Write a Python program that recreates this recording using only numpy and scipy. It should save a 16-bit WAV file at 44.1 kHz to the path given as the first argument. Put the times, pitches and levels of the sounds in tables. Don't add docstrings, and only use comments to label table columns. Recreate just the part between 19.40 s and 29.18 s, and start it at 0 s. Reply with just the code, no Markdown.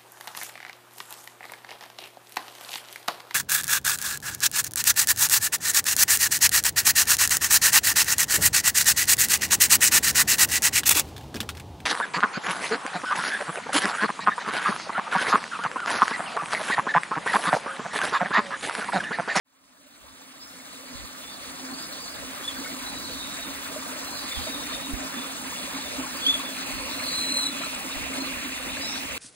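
import sys
import numpy as np
from scipy import signal
from scipy.fft import rfft, irfft, next_fast_len
from scipy.io import wavfile
from scipy.ndimage import uniform_filter1d

SR = 44100
rng = np.random.default_rng(int(sys.argv[2]) if len(sys.argv) > 2 else 0)


def wav_record(signal):
    frames = np.transpose(np.atleast_2d(signal))
    bounded = np.clip(frames, -1, 1)
    quanta = np.round(bounded * 32767).astype(np.int16)
    wavfile.write(sys.argv[1], SR, quanta)


def invert_db(x):
    u = np.asarray(x, float) / 20
    return 10 ** u


N = 431298
TIME_S = np.arange(N) / SR

RUSH_DB, SPRAY_DB, HOLLOW_DB, WIND_DB = -42, -45.5, -43, -61
START_S, FADE_S, FADE_CURVE = 0.045, 4.51, 0.94
TRICKLE_HZ, TRICKLE_WIDTH_HZ = 2485, 960
HOLLOW_HZ, HOLLOW_WIDTH_HZ = 265.3, 23.5
HOLLOW_EVENNESS = 0.33
GULP_S = 0.032
CHIRP_PEAK_AT, CHIRP_SWELL = 0.31, 0.75
ARCH_HZ = 70
WOOD_T60_S = 0.45
WIND_LUMP_DB = 3
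CUTOFF_HZ = 15750

# pitch_hz, density_db [dB per Hz]
RUSH_COLOUR = [(25, -36), (60, -11), (120, -5.5), (200, 0), (400, -7.5), (600, 1), (760, -3), (1100, 2.5),
               (2500, -1.5), (3050, -4), (4000, -1), (5200, -6)]
# pitch_hz, density_db [dB per Hz]
SPRAY_COLOUR = [(3000, -40), (5200, -1), (6500, 1.5), (9000, 7.5), (12500, -9.5), (14000, -1), (15700, 8.5)]
# start_s (centre), length_s, level_db
SURGES = [(.2, 0.25, -1), (1.24, 0.15, 1), (1.6, 0.4, 2), (2.42, 0.33, 2), (2.9, 0.084, 0.5),
          (3.27, 0.23, 2), (4.1, 0.06, 0.5), (4.38, 0.064, -1), (4.58, 0.043, -0.5), (5.0, 0.057, 1.5),
          (5.3, 0.064, 1), (5.8, 0.32, -1), (6.12, 0.075, 1), (6.5, 0.36, 0.5), (7.0, 0.037, 1),
          (7.2, 0.22, 0), (7.75, 0.17, 2), (8.23, 0.071, 1), (8.45, 0.077, 0), (8.77, 0.034, 3),
          (9.2, 0.14, 0.5), (9.7, 0.092, -0.5)]
# start_s, level_db
TRICKLE_LEVEL = [
    (0, -54),
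    (.8, -54),
    (2.4, -62),
    (4.6, -50),
    (5.4, -46.5),
    (7.4, -40),
    (8.7, -37.5),
    (9.78, -37),
]
# start_s (centre), level_db
GULPS = [(2.33, 9.5), (3.33, 9), (4.1, 3.5), (5.17, 4), (5.5, 5), (5.78, 8), (6.24, 4), (6.36, 5.5),
         (6.6, 5.5), (7.42, 2), (7.92, 8), (8.19, 6), (8.72, 0.5), (8.83, 9), (8.92, 5.5), (9.27, 8.5),
         (9.4, 4), (1.54, 10), (3.2, 6), (4.64, -1), (5.04, 2.5), (5.25, 2), (5.64, 3.5), (6.74, 6.5),
         (7.12, 0), (8.47, 7.5), (8.6, 3), (8.77, 6.5), (9.05, 4.5), (9.54, 5)]
# start_s (centre), level_db
CHOKES = [(3.26, -6), (4.94, -25), (5.91, -3), (6.12, -18), (8.06, 3), (9.18, -8), (2.7, -6), (4.23, -5),
          (5.57, 0), (5.72, -9), (6.29, -3), (6.5, -5), (6.69, -8), (7.8, 3), (8.41, -6), (8.52, -8),
          (9.0, -1), (9.7, -7)]
# start_s, level_db (peak),
# pitch_hz
PLOPS = [(3.26, -26, 1440), (4.049, -30, 1190), (4.359, -23, 604), (4.559, -30, 610), (4.924, -25, 2160),
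         (5.067, -23, 620), (6.044, -29, 1960), (6.636, -25, 1060), (6.997, -24, 1085), (7.599, -23, 2180),
         (7.783, -32, 1060), (8.235, -23.5, 1330), (8.922, -26, 1610), (9.558, -26, 1550),
         (3.695, -33, 500), (3.985, -32, 656), (4.684, -31, 780), (5.373, -36, 550),
                (5.62, -36, 605), (5.655, -33, 605), (6.27, -32, 542), (6.384, -29, 840), (6.531, -31, 563),
                (6.604, -33, 650), (6.951, -31, 600), (7.086, -34, 550), (7.463, -29, 560),
                (7.565, -34, 597), (7.661, -33, 660), (8.205, -29, 670), (8.264, -30, 605),
                (8.407, -28, 775), (8.434, -37, 550), (8.754, -33, 605), (8.766, -32, 820),
                (8.828, -32, 605), (9.366, -31, 605), (9.453, -37, 605),
         (1.2, -34, 2100), (3.968, -37, 2100), (3.992, -33, 2500), (4.523, -33, 2480),
                (4.727, -28, 1000), (4.851, -30, 1180), (5.151, -32, 1005), (5.337, -28, 1925),
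                (5.368, -30, 2670), (6.122, -31, 950), (6.162, -23, 2840), (6.349, -26, 2155),
                (6.667, -29, 1410), (7.168, -23, 2480), (7.185, -31, 1465), (7.293, -30, 1065),
                (7.404, -31, 1005), (7.729, -26, 1925), (8.495, -29.5, 1130), (8.733, -22, 2140),
                (9.275, -26, 2020), (9.295, -22, 2500), (9.369, -24, 1640), (9.421, -31, 2785)]
# start_s, level_db (peak), pitch_hz
DRIPS = [
    (2.035, -34, 5500),
    (3.078, -34, 1800),
    (3.245, -30, 2150),
    (3.262, -35, 1800),
    (3.285, -33, 2140),
    (3.315, -33, 2000),
    (3.27, -32, 2130),
    (3.415, -39, 963),
    (5.236, -24, 5600),
    (9.7, -41, 5200),
]
# start_s, level_db (peak), pitch_hz
SNAPS = [(1.3594, -40, 8100), (2.315, -27, 8600), (2.4246, -24, 8400), (3.3493, -24, 6860),
         (4.277, -24, 8960), (5.0564, -25, 7700), (6.0177, -21, 9600), (6.771, -22, 8760),
         (8.244, -19, 7900), (8.3492, -17, 7900), (8.4467, -25, 7270), (8.739, -23, 7500)]
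# start_s, level_db (peak), pitch_hz
TICKS = [(0.413, -56, 15400), (1.3528, -42, 14500), (1.8876, -42, 15100), (1.9664, -43, 15500),
         (2.1849, -40, 15200), (2.5277, -31, 14700), (2.6878, -38, 15200), (2.7576, -35, 15100),
         (3.1464, -39, 15200), (3.2789, -35, 12800), (3.9489, -36, 15600), (3.9993, -37, 15500),
         (4.1555, -36, 13000), (4.6583, -35, 12700), (5.6451, -33, 15400), (5.8391, -34, 15300),
         (6.3314, -36, 15200), (6.3719, -40, 13000), (6.77, -31, 15300), (6.9965, -32, 14900),
         (7.5854, -35, 15400), (8.5535, -35.5, 15200), (9.0698, -33, 15600), (9.2174, -36, 14700),
         (9.6245, -29, 15400)]
# start_s, length_s, first_hz, last_hz, level_db
CHIRPS = [(3.033, .014, 3120, 3200, -46), (3.042, 0.026, 3340, 3410, -37),
          (3.076, 0.022, 3430, 3340, -28.5), (3.1, .008, 3320, 3300, -37), (3.109, .011, 3200, 3150, -39),
          (3.14, .035, 3390, 3400, -47), (6.816, 0.051, 3300, 3400, -32), (6.85, .012, 2950, 3120, -29),
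          (6.862, 0.019, 3160, 3360, -17.5), (6.878, 0.048, 3390, 3420, -18.5),
          (6.923, 0.0072, 3400, 3400, -26), (6.94, .009, 3390, 3350, -21), (6.947, 0.015, 3340, 3220, -27),
          (6.959, 0.0097, 3280, 3430, -32), (8.504, 0.039, 3700, 3740, -40)]
# start_s, pitch_hz, level_db
CRY = [
    (7.52, 4120, -44),
    (7.67, 4150, -36.5),
    (7.72, 4060, -33.5),
    (7.8, 4110, -30.5),
    (7.88, 4030, -34),
    (7.979, 4120, -28),
    (8.06, 4015, -27.5),
    (8.13, 4020, -49),
    (8.27, 4076, -39.5),
]
# multiple [of the loudest partial], level_db
CHIRP_PARTIALS = [(1, 4.5), (1.5, -22), (2, -17), (3, -21), (3.5, -20), (4, -22)]
# multiple [of the loudest partial], level_db
CRY_PARTIALS = [(1, 4), (1.5, -10), (2, -8.5), (2.5, -15), (3, -13)]
# start_s, lag_turns
PERCH = [
    (3.2, -.16),
    (6.8, 0.085),
    (7.0, 0.067),
    (7.5, -0.032),
]
# start_s, length_s, first_hz, last_hz, level_db
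FAR_NOTES = [(1.82, 0.11, 3450, 3520, -51), (1.9, 0.06, 4400, 4460, -50), (2.03, .07, 4400, 4430, -54),
             (2.37, 0.09, 4800, 4800, -48), (3.163, 0.058, 4420, 4450, -46),
             (3.42, 0.13, 3930, 3910, -48.5), (3.545, 0.19, 3920, 3920, -47.5),
             (3.71, 0.03, 4450, 4420, -42), (3.755, .06, 4450, 4450, -53), (3.75, 0.11, 3920, 3850, -48.5),
             (3.73, .06, 3620, 3630, -51), (3.795, 0.057, 3650, 3680, -45), (3.86, 0.21, 3750, 3640, -48),
             (4.53, 0.084, 4350, 4020, -54), (4.64, 0.15, 4120, 4050, -48.5), (4.77, 0.19, 3950, 3850, -50),
             (5.07, .085, 3720, 3750, -45), (5.185, 0.069, 3630, 3630, -50), (5.28, 0.04, 3630, 3600, -48),
             (5.33, 0.027, 3640, 3620, -40), (5.41, 0.07, 3680, 3780, -47), (5.265, .07, 4230, 4180, -49),
             (4.915, 0.04, 3480, 3460, -38.5), (4.95, 0.04, 3250, 3100, -43),
             (5.74, 0.11, 3440, 3440, -44.5), (6.12, 0.121, 3440, 3410, -47.5),
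             (6.435, 0.04, 3530, 3560, -45), (6.67, .04, 3950, 3950, -46), (6.99, 0.023, 3400, 3450, -47),
             (7.05, 0.055, 3380, 3320, -45), (8.025, 0.12, 3490, 3400, -47.5),
             (8.162, .058, 3350, 3020, -48), (8.77, 0.054, 4080, 4230, -41), (9.15, .05, 3620, 3590, -50),
             (9.285, 0.05, 3560, 3560, -45), (9.41, 0.088, 3860, 3860, -38.5),
             (9.51, 0.087, 3800, 3800, -50), (7.49, 0.064, 3650, 3870, -46.5)]
# start_s, length_s, first_hz,
# last_hz, level_db
FAR_SWEEPS = [(1.0, .055, 4750, 5500, -54), (1.955, .018, 4450, 3800, -50), (2.24, .04, 4600, 5500, -52),
              (2.27, .06, 4200, 4300, -53), (2.335, .016, 4380, 4520, -43), (2.523, .012, 4450, 4000, -45),
              (2.565, .05, 4150, 4850, -48), (2.608, .022, 4850, 4700, -43), (2.63, .025, 4700, 4450, -49),
              (2.655, .03, 4150, 4500, -45), (2.685, .028, 4600, 5000, -47), (2.735, .015, 4550, 4900, -50),
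              (2.784, .012, 4100, 4350, -48), (3.31, .012, 2200, 3100, -46), (3.5, .05, 4400, 4850, -51),
              (7.44, .1, 5350, 5650, -52), (9.3, .08, 3850, 4150, -48), (9.375, .07, 4350, 4950, -45),
              (9.41, .04, 5150, 5250, -50), (9.445, .035, 5050, 5150, -40), (9.47, .06, 5300, 5950, -43),
              (9.5, .09, 5600, 5900, -47), (9.49, .07, 5000, 5350, -49)]
# start_s, length_s, first_hz, last_hz, level_db
BLURRED_CALLS = [(1.43, .3, 4280, 4280, -59), (2.36, 0.14, 4400, 4310, -57), (3.56, 0.12, 4550, 4330, -52),
                 (4.72, .13, 4700, 4610, -53.5), (4.86, 0.1, 4580, 4530, -51.5),
                 (5.01, .07, 4550, 4580, -53), (6.75, 0.09, 4460, 4600, -50),
                 (6.84, 0.035, 4500, 4570, -46), (6.95, .04, 4320, 4500, -51),
                 (7.12, 0.42, 4190, 4350, -51.5), (7.63, 0.095, 4480, 4400, -43.5),
                 (8.45, 0.11, 5360, 5110, -59)]
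# start_s (centre), length_s, level_db
GUSTS = [(.68, 0.13, 13), (.9, 0.075, -20), (1.08, .08, 9), (1.25, 0.13, -9), (1.6, 0.099, 22),
         (1.8, 0.036, -4), (2.04, .12, 7), (2.28, 0.074, -6), (2.8, 0.13, 7), (2.97, 0.082, -14),
         (3.5, .2, 2), (3.9, 0.18, 2.5), (4.4, .1, 0), (4.66, 0.085, 3), (5.0, 0.045, 15),
         (5.14, 0.064, -2), (5.36, 0.052, 6), (5.56, 0.066, 8), (5.86, 0.1, -16), (6.3, .25, 0),
         (6.9, 0.091, 8), (7.15, 0.2, -10), (7.4, 0.15, 14), (7.75, 0.18, 6.5), (8.15, .2, -4),
         (8.6, 0.078, 10), (8.85, .06, -1), (8.99, 0.043, 2), (9.3, 0.12, 11), (9.7, 0.12, 2)]
# start_s, level_db (peak), pitch_hz
BUMPS = [
    (1.552, -41, 102),
    (2.355, -63, 53.8),
    (4.972, -35, 70),
    (5.265, -55, 64.6),
    (5.532, -29, 62),
    (7.328, -41, 52.3),
    (7.803, -52, 86.1),
    (8.355, -49, 48.4),
    (8.564, -40, 39.6),
    (8.963, -48, 64.6),
]
# pitch_hz, likeness [0-1], lag_turns (right behind left), balance_db (left minus right)
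PORTS = [(31.5, 0.1, -1.8, 15), (135, 0.27, 0.04, -2.5), (281, 1, -0.0024, -2), (416, 0, 0.045, -4),
         (710, 0.82, 0.31, -1), (1410, 0, 0.11, 1), (2680, 0.3, 0.32, -2), (3020, 0.59, 0.46, -0.5),
         (3450, 1, 0.28, -0.5), (4050, 0.93, 0.24, 0), (4620, 0.74, 0.29, -1), (5600, 0.79, 0.537, -0.5),
         (8830, 0.85, 0.996, 1.5), (11540, 0.99, 1.515, -1), (14900, 0.43, 2, 2)]
# pitch_hz, level_db
PORT_COLOUR = [(10000, 0), (12300, -1.5), (12900, 1.5), (13500, -6), (14300, -7), (15700, -1.5)]
# pitch_hz, level_db
STEREO_LIMIT = [(4900, -17), (5200, -8.5), (6300, -7), (7600, -2.5), (9800, -7.5), (11000, -7.5),
                (12600, -1), (13300, -3), (13700, 3), (16000, 8)]


def stream():
    surge_db = swells(SURGES) + 0.27 * drift(24.0) + 0.5 * drift(38)
    out = fade() * (rush(surge_db) + trickle() + spray(surge_db) + hollow())
    add_bubbles(out, PLOPS, -2.0, cycles=33.0, rise=0.098)
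    add_bubbles(out, DRIPS, 0, cycles=74, rise=0.091)
    add_bubbles(out, SNAPS, -2.0, cycles=33, rise=0.064)
    add_bubbles(out, TICKS, 7.0, cycles=32, rise=0.05)
    return out


def rush(surge_db):
    water = invert_db(6.0) * churned_noise(RUSH_COLOUR, 34.9, 6090, surge_db, patchy_db=2.0)
    water += invert_db(-3.0) * bubbling(count=1200, low_hz=455.8, high_hz=1927, spread_db=1.5, cycles=37.6)
    return invert_db(RUSH_DB) * water


def trickle():
    patter = resonance(rng.standard_normal((2, N)), TRICKLE_HZ, TRICKLE_WIDTH_HZ)
    fine = invert_db(-2.5) * resonance(patter, TRICKLE_HZ, TRICKLE_WIDTH_HZ)
    fine += invert_db(-8) * bubbling(count=900, low_hz=1694, high_hz=2690, spread_db=0.0, cycles=47.5)
    level_db = np.interp(TIME_S, *np.transpose(TRICKLE_LEVEL)) + 2.15 * drift(9.1)
    return invert_db(level_db) * fine


def spray(surge_db):
    mist = invert_db(7) * churned_noise(SPRAY_COLOUR, 2920, 17280, surge_db, patchy_db=1.27)
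    mist += invert_db(-5) * bubbling(count=900, low_hz=6300, high_hz=11100, spread_db=2.0, cycles=26)
    mist += invert_db(-6.5) * bubbling(count=900, low_hz=12600, high_hz=15600, spread_db=0.5, cycles=30)
    return invert_db(SPRAY_DB) * mist


def hollow():
    inflow = rng.standard_normal((2, N)) * invert_db(2.9 * drift(13.0))
    hum = resonance(inflow, HOLLOW_HZ, HOLLOW_WIDTH_HZ)
    power = uniform_filter1d(hum ** 2, size=900, axis=1)
    hum = rms_one(hum / (power + 0.01) ** (HOLLOW_EVENNESS / 2))
    level_db = HOLLOW_DB + swells([(s, GULP_S, db) for s, db in GULPS + CHOKES])
    return invert_db(level_db) * hum


def churned_noise(spectrum, low_hz, high_hz, together_db, patchy_db):
    edges = np.geomspace(low_hz, high_hz, int(2.5 * np.log2(high_hz / low_hz)))
    white = rng.standard_normal((2, 2, N))
    out = 0
    for k, (low, high) in enumerate(zip(edges, edges[1:])):
        band_filter = signal.butter(2, [low, high], "band", fs=SR, output="sos")
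        band = signal.sosfilt(band_filter, white[k % 2])
        band_db = at_hz(spectrum, np.sqrt(low * high))
        out = out + drift(14.0, lambda v: invert_db(band_db + patchy_db * v)) * band
    return rms_one(out * invert_db(together_db))


def bubbling(count, low_hz, high_hz, spread_db, cycles):
    out = np.zeros((2, N))
    for when, size, strength, side in rng.random((count, 4)):
        gain = invert_db(-spread_db * np.log(1 - 0.99 * strength))
        hz = low_hz * (high_hz / low_hz) ** size
        add(out[int(side * 2)], when * N / SR, gain * bubble(hz, cycles, rise=0.265))
    return rms_one(out)


def bubble(hz, cycles, rise):
    t = np.arange(int(SR * cycles / hz)) / SR
    life = t * hz / cycles
    tone = np.sin(2 * np.pi * hz * t * (1 + rise * life / 2))
    return tone * np.minimum(life * 12, 1) * invert_db(-40 * life)


def add_bubbles(out, events, trim_db, cycles, rise):
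    for when, peak_db, hz in events:
        add(out, when, invert_db(peak_db + trim_db) * bubble(hz, cycles, rise))


def near_bird():
    out = np.zeros((2, N))
    wobble, flutter = drift(107.0), 3.1 * drift(110)
    for start, length, first_hz, last_hz, level_db in CHIRPS:
        life, hz = glide(length, first_hz, last_hz)
        arc = np.interp(life, [0, CHIRP_PEAK_AT, 1], [0, 1, 2])
        level = invert_db(level_db) * np.abs(np.sin(np.pi / 2 * arc)) ** CHIRP_SWELL
        turns = np.interp(start, *np.transpose(PERCH))
        add(out, start, voice(start, hz, level, CHIRP_PARTIALS, 30 * wobble, 0.25 * flutter, turns))
    s, pitch_hz, level_db = np.transpose(CRY)
    t = np.arange(s[0], s[-1], 1 / SR)
    hz, level = np.interp(t, s, pitch_hz), invert_db(np.interp(t, s, level_db))
    add(out, s[0], voice(s[0], hz, level, CRY_PARTIALS, 54 * wobble, flutter, PERCH[-1][1]))
    return out


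def far_birds(calls, wobble_hz, flutter_db):
    out = np.zeros((2, N))
    wobble, flutter = wobble_hz * drift(92), flutter_db * drift(38)
    partials = [(1, 5), (1.5, -10.0), (2, -27)]   # multiple, dB
    for start, length, first_hz, last_hz, level_db in calls:
        life, hz = glide(length, first_hz, last_hz)
        level = invert_db(level_db) * np.abs(np.sin(np.pi * life)) ** 0.094
        add(out, start, voice(start, hz, level, partials, wobble, flutter))
    return out


def voice(start, hz, level, partials, wobble, flutter, turns=0):
    span = slice(int(start * SR), int(start * SR) + len(hz))
    phase = 2 * np.pi * np.cumsum(hz + wobble[span]) / SR
    tone = 0
    for k, db in partials:
        lag = [[0], [2 * np.pi * turns * (k == 1)]]
        tone = tone + invert_db(db) * np.sin(k * phase - lag)
    return np.sqrt(2) * tone * level * invert_db(flutter[span])


def glide(length, first_hz, last_hz):
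    life = np.linspace(0, 1, int(length * SR))
    return life, first_hz + (last_hz - first_hz) * life + ARCH_HZ * np.sin(np.pi * life)


def wood(x):
    t = np.arange(SR // 2) / SR
    tail = rng.standard_normal((2, SR // 2)) * invert_db(-60 * t / WOOD_T60_S) * np.minimum(t / 0.014, 1)
    tail = tail / np.sqrt(np.sum(tail ** 2) / 2)
    return signal.oaconvolve(x[None], tail, axes=1)[:, :N]


def wind():
    rumble_filter = signal.butter(2, [38, 90], "band", fs=SR, output="sos")
    low = signal.sosfilt(rumble_filter, rng.standard_normal((2, N)))
    pushed = np.array([low[0], 1.53 * low[1] - 0.35 * low[0]])
    pushed = rms_one(pushed * invert_db(2.0 * drift(7.6)))
    level_db = WIND_DB + WIND_LUMP_DB * drift(1.6) + swells(GUSTS)
    out = invert_db(5.5) * pushed * fade() * invert_db(level_db)
    for when, peak_db, hz in BUMPS:
        bump = invert_db(peak_db) * bubble(hz, cycles=4.0, rise=-0.2)
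        add(out, when, bump * [[-invert_db(-10)], [invert_db(12.5)]])
    return out


def ports(water, birds):
    size = next_fast_len(N + 4096)
    hz = np.arange(size // 2 + 1) * SR / size
    at, likeness, turns, balance_db = np.transpose(PORTS)
    alike = np.clip(np.interp(hz, at, likeness), 0, 1)
    late = np.exp(-2j * np.pi * np.interp(hz, at, turns))
    tilt = invert_db(np.interp(hz, at, balance_db) / 2)
    colour = invert_db(at_hz(PORT_COLOUR, hz + 1))
    direct, own, call_left, call_right = rfft([*water, *birds], size) * colour
    left = direct + call_left
    right = late * (alike * direct + call_right) + np.sqrt(1 - alike ** 2) * own
    return irfft([left * tilt, right / tilt], size)[:, :N]


def thin_stereo(x):
    middle_side = [x[0] + x[1], x[0] - x[1]]
    hz, _, frames = signal.stft(middle_side, SR, window="cosine", nperseg=2048)
    bands = np.abs(frames[:, :1024].reshape(2, 64, 16, -1)) ** 2
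    power = uniform_filter1d(bands.sum(axis=2), size=2, axis=2)
    power = np.repeat(power, 16, axis=1)
    limit = invert_db(2 * at_hz(STEREO_LIMIT, hz[:1024] + 1))[:, None]
    frames[0, :1024] *= (power[0] > limit * power[1]) | (hz[:1024, None] > 13200)
    frames[1, :1024] *= power[1] > limit * power[0]
    frames = frames * (hz < CUTOFF_HZ)[:, None]
    middle, side = signal.istft(frames, SR, window="cosine", nperseg=2048)[1][:, :N]
    return np.array([middle + side, middle - side]) / 2


def fade():
    return np.minimum(TIME_S / FADE_S, 1) ** FADE_CURVE


def swells(rows):
    t = np.arange(0, N + 64, 64) / SR
    curve = sum(db * np.exp(-((t - s) / length) ** 2) for s, length, db in rows)
    return np.interp(TIME_S, t, curve)


def drift(rate, shape=np.asarray):
    r = np.exp(-40 * np.pi * rate / SR)
    noise = rng.standard_normal(N // 20 + 2002)
    slow = signal.lfilter([1], [1, -2 * r, r * r], noise)[2000:]
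    return np.interp(np.arange(N) / 20, np.arange(len(slow)), shape(rms_one(slow)))


def resonance(x, hz, width_hz):
    r, w = np.exp(-np.pi * width_hz / SR), 2 * np.pi * hz / SR
    return rms_one(signal.lfilter([1, 0, -1], [1, -2 * r * np.cos(w), r * r], x))


def at_hz(points, hz):
    at, level_db = np.transpose(points)
    return np.interp(np.log(hz), np.log(at), level_db)


def rms_one(x):
    return x / np.sqrt(np.mean(x ** 2) + 1e-20)


def add(track, s, sound):
    i = int(s * SR)
    track[..., i:i + sound.shape[-1]] += sound[..., :N - i]


def scene():
    near = near_bird()
    far = far_birds(FAR_NOTES, wobble_hz=60, flutter_db=4)
    far += far_birds(FAR_SWEEPS, wobble_hz=75, flutter_db=3)
    blurred = far_birds(BLURRED_CALLS, wobble_hz=190, flutter_db=3.5)
    echoes = wood((invert_db(-18) * near + invert_db(-6) * far + invert_db(-2) * blurred)[0])
    birds = invert_db(-3.5) * near + invert_db(-3.0) * far + blurred + echoes
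    return ports(stream(), birds) + wind()


def band_limit(x):
    return signal.sosfilt(signal.butter(12, 17070, fs=SR, output="sos"), x)


def record(dry):
    opened = np.clip((TIME_S - START_S) / 0.02, 0, 1)
    return band_limit(thin_stereo(dry) * opened)


dry = scene()
out = record(dry)
wav_record(out)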